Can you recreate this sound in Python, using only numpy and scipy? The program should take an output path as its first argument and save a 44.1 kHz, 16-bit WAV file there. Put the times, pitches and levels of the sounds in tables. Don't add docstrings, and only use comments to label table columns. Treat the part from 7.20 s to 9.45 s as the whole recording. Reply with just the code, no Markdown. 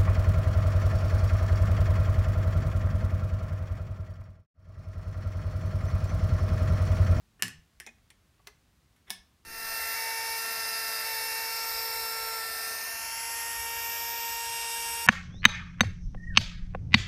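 import sys
import numpy as np
from scipy import signal
from scipy.fft import rfft, irfft, next_fast_len
from scipy.io import wavfile
from scipy.ndimage import map_coordinates

SR = 44100
rng = np.random.default_rng(int(sys.argv[2]) if len(sys.argv) > 2 else 0)


def to_linear_factor(level_db):
    exponent = np.asarray(level_db, float) / 20
    return 10 ** exponent


def wav_out(sig):
    wavfile.write(sys.argv[1], SR, np.round(np.clip(np.atleast_2d(sig).T, -1, 1) * 32767).astype(np.int16))


N = 99225


def unit(x):
    return x / np.sqrt(np.mean(x ** 2) + 1e-20)


def along(points, hz):
    f, value = np.transpose(points)
    return np.interp(np.log(hz + 1), np.log(f + 1), value)


def filtered(x, response):
    size = next_fast_len(N + SR // 2)
    spectrum = rfft(x, size) * response(np.fft.rfftfreq(size, 1 / SR))
    return irfft(spectrum, size)[:N]


def since(s):
    return np.maximum(np.arange(N) / SR - s, 0)


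# f/Hz, level/dB (per Hz)
RUMBLE_COLOR = [(12, -56), (20, -44), (38, -3.5), (59, 0), (203, -10.5), (226, -10.5), (333, -21),
                (450, -24.5), (580, -52), (990, -120)]
# f/Hz, level/dB (per Hz)
HISS_COLOR = [(180, -38.5), (300, -0.5), (366, -8), (678, -8), (1010, -9), (1120, -6.5), (1210, -8.5),
              (4440, -13), (16000, -22)]


def air():
    def noise(color):
        return unit(filtered(rng.standard_normal(N), lambda f: to_linear_factor(along(color, f))))
    rumble_db, hiss_db = -68, -72
    return to_linear_factor(rumble_db) * noise(RUMBLE_COLOR) + to_linear_factor(hiss_db) * noise(HISS_COLOR)


def contacts(rows):
    snap_db = -1
    grit_hz, scrape_s = 4520, 0.034
    force = np.zeros(N)
    for s, db, rise, t60, hard_hz in rows:
        t = since(s)
        swell = np.minimum(t / rise, 1) ** 2
        fade = to_linear_factor(-60 * np.maximum(t - rise, 0) / t60)
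        grit = fade * swell * rng.standard_normal(N)

        scrape = min(t60 / scrape_s, 1)
        push = np.zeros(N)
        push[round((s + rise) * SR)] = to_linear_factor(snap_db) * np.linalg.norm(grit) * np.sqrt(1 - scrape ** 2)

        def low(f):
            return 1 / ((1 + 1j * f / grit_hz) * (1 + 1j * f / hard_hz)) ** 2

        def high(f):
            return (1j * f / grit_hz) ** 2 * low(f)

        force += to_linear_factor(db) * (filtered(push + scrape * grit, low) + filtered(grit, high))
    return force


def body(peaks):
    broad_db = -18.5

    def response(f):
        h = to_linear_factor(broad_db) * 1j * f / (600 + 1j * f)
        for k, (center, width, db) in enumerate(peaks):
            peak = 1j * f * width / (center * center - f * f + 1j * f * width)
            h = h + (-1) ** k * to_linear_factor(db) * peak
        return h / np.sqrt(np.mean(np.abs(h) ** 2))
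    return response


# f/Hz, level/dB, t60/s
SPRING_MODES = [(1570, -5, 0.053), (1778, -0.5, 0.23), (2174, -4.5, .14), (2464, -11.5, .13),
                (3360, -14.5, 0.33), (3700, -1.5, .16), (5685, -7, .1)]


def spring():
    buzz_hz, phase_shake = 110, 1.2
    t = np.arange(SR // 2) / SR

    def shake():
        return map_coordinates(rng.standard_normal(200), [t * buzz_hz])

    ring = np.zeros(len(t))
    for hz, db, t60 in SPRING_MODES:
        level = db + rng.normal(0, 2) + 3 * shake() - 60 * t / t60
        ring += to_linear_factor(level) * np.sin(2 * np.pi * hz * t + phase_shake * shake())
    return ring / np.linalg.norm(ring)


# f/Hz, t60/s
WALL_DECAY = [(150, 0.298), (500, 0.31), (1000, 0.32), (3000, 0.31), (6000, 0.29), (14000, 0.14)]


def walls():
    hz, t, z = signal.stft(rng.standard_normal(SR // 2), SR, nperseg=256)
    fade = to_linear_factor(-60 * t / along(WALL_DECAY, hz)[:, None])
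    tail = signal.istft(z * fade, SR, nperseg=256)[1]
    return np.pad(tail / np.linalg.norm(tail), (150, 0))


# t/s, level/dB, rise/s, t60/s, hardness f/Hz
FIRST_SLIP = [
    (.1935, -38.5, 0.001, 0.097, 2500),
    (.196, -54.5, 0.0018, .09, 12080),
    (.2226, -9, 0.00088, .008, 12000),
    (.2308, -13.5, 0.00067, .012, 6000),
    (.236, -36.5, 0.0021, 0.058, 7420),
    (.2797, -28.5, 0.0015, .02, 14000),
]
SECOND_SLIP = [
    (.5995, -29, 0.0011, 0.0098, 12500),
    (.604, -30.5, 0.0014, 0.034, 6000),
    (.6135, -52.5, 0.00056, .02, 11800),
]
THIRD_SLIP = [
    (0.6635, -33, 0.0011, 0.024, 14000),
    (0.669, -30, 0.0018, 0.066, 4250),
    (0.683, -39, 0.008, 0.025, 3000),
    (0.7822, -51.5, .002, 0.026, 3000),
]
FOURTH_SLIP = [
    (.9021, -42.5, .001, 0.013, 14000),
    (0.905, -40.5, 0.00033, 0.059, 5940),
]
FIFTH_SLIP = [
    (1.191, -45.5, 0.0024, 0.07, 1300),
    (1.2635, -49, 0.0016, 0.056, 4000),
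    (1.2703, -30.5, .0008, 0.015, 7650),
    (1.2725, -29.5, 0.0015, 0.023, 6600),
    (1.277, -38, 0.0016, 0.087, 5000),
]
LAST_SLIP = [
    (1.76, -57.5, .003, 0.074, 11700),
    (1.86, -41.5, 0.021, 0.15, 3000),
    (1.8809, -52, 0.003, 0.022, 6000),
    (1.8894, -56, 0.00095, 0.036, 12000),
    (1.896, -37, 0.0013, 0.095, 14000),
    (1.9032, -16, 0.00083, 0.027, 14000),
    (1.907, -32.5, 0.0011, 0.047, 14000),
]
# f/Hz, width f/Hz, level/dB
FIRST_SPOT = [(384, 60, -12), (1050, 69, -8.5), (1796, 155, -0.5), (2860, 267, 3.5), (4440, 160, 0),
              (5250, 290, 1.5), (8730, 2500, -7.5), (12850, 1670, -5.5)]
SECOND_SPOT = [(374, 23, -15), (986, 100, -13.5), (1660, 24, -9), (2090, 240, 0.5), (3000, 890, -10.5),
               (5470, 620, 0.5), (9670, 710, -7.5), (12300, 1000, -10.5)]
THIRD_SPOT = [(705, 340, -12.5), (1700, 99, -2.5), (2060, 270, 2), (2497, 67, 9.5), (3600, 610, 1.5),
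              (5600, 1500, 2.5), (7090, 280, 5), (8700, 1300, -4)]
FOURTH_SPOT = [(890, 100, -22.5), (1800, 140, -3), (2170, 260, -2.5), (3250, 880, -2.5), (4440, 170, 0.5),
               (5600, 540, -3), (9300, 650, -3.5), (12490, 1660, -12)]
FIFTH_SPOT = [(421, 43, -6), (806, 86, -6), (1180, 150, -12.5), (2055, 100, -1), (2500, 180, -4.5),
              (4470, 1500, -3), (6050, 440, -0.5), (9800, 8700, -8.5)]
LAST_SPOT = [(385, 33, -16), (667, 64, -12), (1890, 330, -7), (2200, 450, -3.5), (3590, 390, 2),
             (5450, 430, 1), (9600, 1440, -10), (14000, 2850, -10)]
SPRING_LEVELS = [-19, -16, -19, -22, -30, -17]
WALL_LEVELS = [-8.5, -9, -14.5, -12.5, -13, -7]


def pick():
    slips = [FIRST_SLIP, SECOND_SLIP, THIRD_SLIP, FOURTH_SLIP, FIFTH_SLIP, LAST_SLIP]
    spots = [FIRST_SPOT, SECOND_SPOT, THIRD_SPOT, FOURTH_SPOT, FIFTH_SPOT, LAST_SPOT]
    out = np.zeros(N)
    for rows, peaks, spring_db, wall_db in zip(slips, spots, SPRING_LEVELS, WALL_LEVELS):
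        force = contacts(rows)
        ring = signal.fftconvolve(force, spring())[:N]
        click = filtered(force, body(peaks)) + to_linear_factor(spring_db) * ring
        echo = signal.fftconvolve(click, walls())[:N]
        out += click + to_linear_factor(wall_db) * echo
    return out


# t/s,
# f/Hz, level/dB, swell/s, t60/s
BENCH_THUMPS = [(.226, 187.6, -32, 0.02, 0.18), (0.236, 117.3, -39.5, 0.0067, 0.26),
                (0.238, 255, -42.5, 0.012, 0.23), (0.328, 158.1, -45, 0.021, 0.26),
                (0.379, 55, -42, .015, 0.084), (0.56, 62, -45, 0.036, .15), (0.672, 228, -48, 0.02, 0.15),
                (1.905, 192.3, -52.5, 0.0027, 0.29), (.29, 83.3, -49, 0.03, 0.49),
                (1.989, 58.2, -46.5, 0.0099, 0.15), (1.194, 1115, -60.5, .004, 0.086),
                (1.193, 406, -64, 0.0034, 0.059), (1.767, 325, -64, 0.0088, 0.069)]


def bench():
    out = np.zeros(N)
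    for s, hz, db, swell, t60 in BENCH_THUMPS:
        t = since(s)
        drift = map_coordinates(rng.standard_normal(100), [np.arange(N) / SR * 40])
        level = to_linear_factor(db - 60 * t / t60) * (1 - np.exp(-t / swell))
        out += level * np.sin(2 * np.pi * hz * t + 1.1 * drift)
    return out


def scene():
    return (air() + pick() + bench())[None]


def roll_off(x):
    return signal.sosfilt(signal.butter(12, 16830, fs=SR, output="sos"), x)


def record(dry):
    weak_hz, edge_hz, weak_db, top_hz = 15850, 60, -20, 16700

    def band(hz):
        weakening = (1 + np.tanh((hz - weak_hz) / edge_hz)) / 2
        return (hz < top_hz) * to_linear_factor(weak_db * weakening)

    mix = filtered(dry[0], band)[None]
    return roll_off(mix)


dry = scene()
out = record(dry)
wav_out(out)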